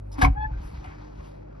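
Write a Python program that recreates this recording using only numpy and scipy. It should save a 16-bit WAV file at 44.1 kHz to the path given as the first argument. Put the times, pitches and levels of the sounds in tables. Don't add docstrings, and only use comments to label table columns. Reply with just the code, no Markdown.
import sys
import numpy as np
from scipy import signal
from scipy.fft import rfft, irfft, next_fast_len
from scipy.io import wavfile

SR = 44100
rng = np.random.default_rng(int(sys.argv[2]) if len(sys.argv) > 2 else 0)


def magnitude_from_level(level_db):
    exponent = np.asarray(level_db, float) / 20
    return 10 ** exponent


def inscribe(sig):
    pcm = np.round(np.clip(np.atleast_2d(sig).T, -1, 1) * 32767)
    wavfile.write(sys.argv[1], SR, pcm.astype(np.int16))


N = 70560

# (time [s], level [dB])
PEEL_LEVEL = [(0.16, -78), (0.188, -33.5), (0.208, -39.5), (0.218, -13.5), (0.23, -20), (0.252, -21.5),
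              (0.28, -52.5), (0.348, -61), (0.36, -68)]
# (frequency [Hz], level per Hz [dB])
PEEL_SPECTRUM = [(210, -44), (350, -2), (600, 2.5), (1050, -5), (1470, -2.5), (2260, -8), (2820, -13),
                 (6400, -19), (8000, -24), (10200, -15.5), (11500, -24), (13000, -60)]
# (frequency [Hz], level [dB], t60 [s])
LINER_MODES = [(752, 6, 0.21), (863, -19.5, 0.076), (989, 1, 0.093), (1126, 6.5, 0.032), (1393, -1, 0.07),
               (1593, -9, 0.033), (1682, 4, .055), (2230, -14, 0.03), (2500, -23.5, 0.04)]
# (time [s], level [dB], pitch [Hz], t60 [s])
SEAL_SNAPS = [(0.182, -29.5, 977, 0.026), (0.219, -4, 1655, 0.015), (0.232, -18.5, 1097, 0.026),
              (0.2469, -4, 2230, 0.011), (0.249, -5.5, 1039, 0.021), (0.267, -18.5, 759, 0.036)]
# (time [s], level [dB])
DOOR_KNOCKS = [(0.182, -21), (.233, -18), (0.268, -28)]
# (time [s], level [dB], pitch [Hz], t60 [s])
LOW_JOLTS = [(0.228, 0.5, 60, 0.028), (0.276, -8, 121.7, 0.03), (0.251, -6, 55.8, 0.14),
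             (0.283, -13.5, 59.5, 0.084), (0.302, -10, 45.8, 0.086), (0.374, -18.5, 56.5, 0.17),
             (0.408, -27, 59.5, 0.19), (0.453, -18, 51.7, 0.15), (0.513, -18, 52.3, 0.19),
             (0.544, -20.5, 45.2, 0.29), (0.601, -21.5, 66, 0.076), (0.645, -23, 46.3, 0.15),
             (0.734, -24.5, 66, 0.12), (0.781, -24, 62.8, 0.064), (0.876, -26, 70, 0.08),
             (1.182, -32.5, 74, 0.18)]
# (time [s], fundamental [dB], second [dB], third [dB], fourth harmonic [dB])
SQUEAK_LEVELS = [(.35, -56, -89, -84, -91), (.364, -35.5, -51.5, -76, -83.5),
                 (.378, -29.5, -39.5, -64, -72), (.394, -36.5, -46.5, -80.5, -69),
                 (.41, -34, -40.5, -63.5, -63.5), (.423, -31, -35.5, -59, -58),
                 (.433, -31, -53, -63.5, -52.5), (.443, -33.5, -35.5, -58, -68),
                 (.462, -39, -38.5, -73, -77), (.49, -47, -73, -99, -100), (.52, -53.5, -95, -100, -100)]
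# (time [s], fundamental [Hz])
SQUEAK_HZ = [(.345, 812), (.368, 831), (.38, 833), (.394, 853), (.434, 855), (.452, 864), (.53, 868)]
# (start [s], end [s], start pitch [Hz], end pitch [Hz], level [dB])
THIN_WHINE = (.48, .6, 1440, 1620, -57)
# (time [s], level [dB], pitch [Hz], t60 [s], bright edge against body [dB])
JAR_TAPS = [(0.632, -49, 1190, 0.24, -12), (0.8415, -36, 1400, .035, -5), (0.845, -29, 680, 0.05, -30),
            (0.856, -42, 1200, 0.45, -14), (0.91, -51, 1320, 0.05, -32), (1.194, -44, 900, 0.09, -22),
            (1.242, -49, 800, 0.13, -8), (1.255, -51, 1030, 0.07, -12), (1.481, -56, 880, 0.16, -20)]
# (time [s], level [dB])
GRIP_TICKS = [(0.115, -53.5), (0.125, -54), (0.138, -56.5)]
# (frequency [Hz], level [dB])
GRIP_SPECTRUM = [(950, -1), (3800, -8), (5250, 1), (6700, -5), (8500, -3), (10500, -6)]
# (time [s], mids [dB], treble [dB], top [dB])
AIR_LEVELS = [ [(0.0, -68, -85, -95), (0.11, -63.5, -84.5, -80), (0.182, -49, -64, -89.5),
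              (0.244, -33, -50, -96), (0.316, -55.5, -86.5, -87.5), (0.4, -59, -77, -90),
              (0.5, -55, -74.5, -118.5), (0.646, -54, -64.5, -67), (0.788, -53, -65, -81.5),
              (0.944, -55, -69, -89), (1.132, -58.5, -70.5, -88), (1.274, -59, -66.5, -76),
              (1.466, -61.5, -82, -100.5), (1.6, -59.5, -75.5, -91)], ][0]
# (frequency [Hz], level per Hz [dB])
AIR_SPECTRUM = [(380, -23.5), (550, -17.5), (752, -1.5), (954, -9), (1540, -13.5), (2080, -18), (4770, -19),
                (6400, -23), (7400, -52.5)]
# (frequency [Hz], level per Hz [dB])
RUMBLE_SPECTRUM = [(15, -36), (25, 4.5), (57, -11), (75, -24.5), (96, 6), (151, -6), (172, -20), (199, -7),
                   (600, -4), (780, -98), (1320, -120)]
# (frequency [Hz], likeness [1 = the same])
STEREO_LIKENESS = [(40, .99), (150, .85), (330, .6), (450, .995), (640, .995), (900, .6), (5000, .7),
                   (7000, .99)]
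# (multiple of mains [count], door shut [dB], door open [dB])
HUM_TONES = [(1, -35.5, -43.5), (2, -42, -53), (3, -64.5, -53), (4, -56.5, -60)]
# (time [s], level [dB])
SIXTH_LEVEL = [(0.0, -91), (0.164, -49.5), (0.44, -61.5), (1.086, -53), (1.172, -71), (1.416, -58.5),
               (1.6, -65)]
# (frequency [Hz], phase [half turns], level [dB])
PORT_DIFFERENCE = [(0, 0, 0), (150, -.15, .5), (430, -.95, 0), (630, -1, 0), (900, -.5, 4), (1500, -.55, 4),
                   (2300, -1.5, 3), (3500, -1.9, 1), (5500, -2.3, 0), (6900, -3, 0), (9600, -3, 0),
                   (10500, -3.9, -2), (13000, -3.9, -2)]


def rms_one(x):
    return x / np.sqrt(np.mean(x ** 2) + 1e-20)


def in_time(rows):
    s, *columns = np.transpose(rows)
    return [np.interp(np.arange(N) / SR, s, c) for c in columns]


def at_hz(points, hz):
    table = np.array(points)
    return np.interp(np.log(hz), np.log(table[:, 0]), table[:, 1])


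def drift(rate_hz):
    r = np.exp(-2 * np.pi * rate_hz / SR)
    wander = signal.lfilter([1], [1, -2 * r, r * r], rng.standard_normal(2 * N))
    return rms_one(wander[N:])


def band_pass(x, order, low_hz, high_hz):
    return signal.sosfilt(signal.butter(order, [low_hz, high_hz], "band", fs=SR, output="sos"), x)


def low_pass(x, order, hz):
    return signal.sosfilt(signal.butter(order, hz, fs=SR, output="sos"), x)


def ring(x, hz, t60):
    r = magnitude_from_level(-60 / (t60 * SR))
    w = 2 * np.pi * hz / SR
    return signal.lfilter([0, np.sin(w)], [1, -2 * r * np.cos(w), r * r], x + 1e-18)


def click(s, db):
    out = np.zeros(N)
    out[int(s * SR)] = magnitude_from_level(db)
    return out


def bands(x, spectrum):
    edges = 25 * 2 ** np.arange(0, 9.1, 1 / 3)
    for k, (low, high) in enumerate(zip(edges, edges[1:])):
        hz = np.sqrt(low * high)
        if spectrum[0][0] < hz < spectrum[-1][0]:
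            yield hz, magnitude_from_level(at_hz(spectrum, hz)) * band_pass(x[k % len(x)], 2, low, high)


def stereo_noise(spectrum):
    for hz, (mid, side) in bands(rng.standard_normal((2, 2, N)), spectrum):
        alike = np.clip(at_hz(STEREO_LIKENESS, hz), -1, 1)
        yield hz, np.sqrt(1 + alike) * mid + np.sqrt(1 - alike) * side * [[1], [-1]]


def seal():
    CRACKS_PER_S, CRACK_SPREAD_DB = 2800, 2.5
    DIRECT_DB, LINER_DB = -7, -7
    fade_in = [(PEEL_LEVEL[0][0] - .02, -90)]
    fade_out = [(PEEL_LEVEL[-1][0] + 0.024, -90)]
    db, = in_time(fade_in + list(PEEL_LEVEL) + fade_out)
    size = magnitude_from_level(CRACK_SPREAD_DB * np.minimum(rng.exponential(1, (2, N)), 4))
    sign = rng.choice([-1, 1], (2, N))
    happens = rng.random((2, N)) < CRACKS_PER_S / SR
    cracks = size * sign * happens
    direct = rms_one(sum(band for _, band in bands(cracks, PEEL_SPECTRUM))) * magnitude_from_level(db)
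    scale = np.std(sum(magnitude_from_level(g) * ring(cracks[0], hz, t60) for hz, g, t60 in LINER_MODES))
    liner = sum(magnitude_from_level(g) * ring(cracks[k % 2] * magnitude_from_level(db), hz, t60)
                for k, (hz, g, t60) in enumerate(LINER_MODES)) / scale
    return magnitude_from_level(DIRECT_DB) * direct + magnitude_from_level(LINER_DB) * liner


def snaps():
    RISE_S = 0.002
    t = np.arange(N) / SR
    return sum(ring(click(s, db), hz, t60) * np.clip((t - s) / RISE_S, 0, 1)
               for s, db, hz, t60 in SEAL_SNAPS)


def panel():
    PITCH_HZ, T60_S, RISE_S = 277, .145, .011
    t = np.arange(N) / SR
    swell = 0
    for s, db in DOOR_KNOCKS:
        since = np.maximum(t - s, 0)
        swell = swell + magnitude_from_level(db - 60 * since / T60_S) * (1 - np.exp(-since / RISE_S))
    return 2 * swell * np.sin(2 * np.pi * PITCH_HZ * t)


def jolts():
    RISE_S, OVERTONE_RATIO, OVERTONE_DB = .004, 2.2, -5
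    r = np.exp(-1 / (RISE_S * SR))
    out = 0
    for s, db, hz, t60 in LOW_JOLTS:
        push = signal.lfilter([1 - r], [1, -r], click(s, db))
        out = out + 2 * ring(push, hz, t60)
        out = out + 2 * magnitude_from_level(OVERTONE_DB) * ring(push, hz * OVERTONE_RATIO, t60 / 2)
    return out


def squeak():
    UPPER_FALL_DB, ROUGH_DB = 13, 2.2
    t = np.arange(N) / SR
    hz, = in_time(SQUEAK_HZ)
    levels = in_time(SQUEAK_LEVELS)
    levels = levels + [levels[-1] - UPPER_FALL_DB * k for k in range(1, 3)]
    on = (t > SQUEAK_LEVELS[0][0]) & (t < SQUEAK_LEVELS[-1][0])
    phase = 2 * np.pi * np.cumsum(hz) / SR
    tone = sum(magnitude_from_level(db + ROUGH_DB * drift(60)) * np.cos(k * phase) for k, db in enumerate(levels, 1))
    start, end, start_hz, end_hz, db = THIN_WHINE
    share = np.clip((t - start) / (end - start), 0, 1)
    whine_hz = start_hz + (end_hz - start_hz) * share + 60 * drift(150)
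    whine_level = magnitude_from_level(db + 4 * drift(40)) * np.sin(np.pi * share)
    whine = whine_level * np.sin(2 * np.pi * np.cumsum(whine_hz) / SR)
    return np.sqrt(2) * on * tone + whine


def taps():
    LEVEL_DB, WIDTH, RISE_S = -9, .4, .002
    GRAIN_DB, EDGE_DB = 1.5, 9
    t = np.arange(N) / SR
    out = 0
    bright = band_pass(rng.standard_normal(N), 3, 1500, 3000)
    white = low_pass(rng.standard_normal(N), 2, 6000) * magnitude_from_level(GRAIN_DB * drift(200))
    edge = rms_one(bright) + magnitude_from_level(EDGE_DB) * white
    for s, db, hz, t60, bright_db in JAR_TAPS:
        body = band_pass(white, 2, hz * (1 - WIDTH), hz * (1 + 2 * WIDTH))
        since = np.maximum(t - s, 0)
        envelope = magnitude_from_level(db + LEVEL_DB - 60 * since / t60) * np.minimum(since / RISE_S, 1)
        out = out + envelope * (rms_one(body) + magnitude_from_level(bright_db) * edge)
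    return out


def grip():
    T60_S, RISE_S = .07, .004
    t = np.arange(N) / SR
    envelope = sum(magnitude_from_level(db - 60 * np.maximum(t - s, 0) / T60_S) * np.clip((t - s) / RISE_S, 0, 1)
                   for s, db in GRIP_TICKS)
    noise = sum(magnitude_from_level(db) * rms_one(ring(rng.standard_normal(N), hz, 25.0 / hz))
                for hz, db in GRIP_SPECTRUM)
    return envelope * noise


def cabinet(x):
    T60_S, LEVEL_DB = .11, -3.5
    t = np.arange(int(.3 * SR)) / SR
    tail = rng.standard_normal((2, len(t))) * magnitude_from_level(-60 * t / T60_S)
    tail = tail / np.sqrt(np.sum(tail ** 2, axis=1, keepdims=True))
    upper = band_pass(x, 2, 200, 4000)
    return magnitude_from_level(LEVEL_DB) * signal.fftconvolve(upper[None], tail, axes=1)[:, :N]


def air():
    LEVEL_DB, TOP_DB, RUMBLE_DB = 1.5, 4, -46.5
    FLICKER_DB, PATCHY_DB = 1.4, 1.3
    mids, treble, top = in_time(AIR_LEVELS)
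    low, high = 0, 0
    flicker = FLICKER_DB * drift(60)
    for hz, band in stereo_noise(AIR_SPECTRUM):
        band = band * magnitude_from_level(PATCHY_DB * drift(6.4) + flicker)
        if hz < 2500:
            low = low + band
        else:
            high = high + band
    hiss = magnitude_from_level(LEVEL_DB) * (magnitude_from_level(mids) * rms_one(low) + magnitude_from_level(treble) * rms_one(high))
    rumble = rms_one(sum(band for _, band in stereo_noise(RUMBLE_SPECTRUM)))
    sheen = rms_one(band_pass(rng.standard_normal(N), 4, 6900, 11800))
    return ports(hiss + magnitude_from_level(RUMBLE_DB) * rumble) + ports([magnitude_from_level(top + TOP_DB) * sheen] * 2)


def hum():
    MAINS_HZ, WAVER_DB = 50.27, 1.0
    DOOR_OPENS_S, SWING_S = .3, .3
    t = np.arange(N) / SR
    opened = np.clip((t - DOOR_OPENS_S) / SWING_S, 0, 1)
    levels = [(k, shut + (wide - shut) * opened) for k, shut, wide in HUM_TONES]
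    levels.append((6, in_time(SIXTH_LEVEL)[0]))
    out = 0
    for k, db in levels:
        tone = np.sin(2 * np.pi * (k * MAINS_HZ * t + rng.random()))
        out = out + np.sqrt(2) * magnitude_from_level(db + WAVER_DB * drift(3.7)) * tone
    return out


def place(x, lag_s, pan_db):
    n = np.arange(N)
    late = np.interp(n - lag_s * SR, n, x)
    return np.array([late * magnitude_from_level(pan_db / 2), x * magnitude_from_level(-pan_db / 2)])


def ports(pair):
    size = next_fast_len(N + 4096)
    hz, turn, db = np.transpose(PORT_DIFFERENCE)
    grid = np.arange(size // 2 + 1) * SR / size
    gain = magnitude_from_level(np.interp(grid, hz, db))
    rotation = np.exp(1j * np.pi * np.interp(grid, hz, turn))
    left = irfft(rfft(pair[0], size) * gain * rotation, size)[:N]
    return np.array([left, pair[1]])


def scene():
    near = seal() + snaps() + taps() + grip()
    direct = ports([near + squeak()] * 2)
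    boom = place(panel(), 0.00098, 0.1)
    lows = place(hum() + jolts(), .00005, 0.38)
    return direct + boom + cabinet(near) + lows + air()


def top_cut(x):
    return signal.sosfilt(signal.butter(12, 12350, fs=SR, output="sos"), x)


def record(dry):
    LOW_CUT_HZ, TOP_HZ = 48.6, 11900
    low_cut = signal.sosfilt(signal.butter(3, LOW_CUT_HZ, "high", fs=SR, output="sos"), dry)
    mix = low_pass(low_cut, 8, TOP_HZ)
    return top_cut(mix)


dry = scene()
out = record(dry)
inscribe(out)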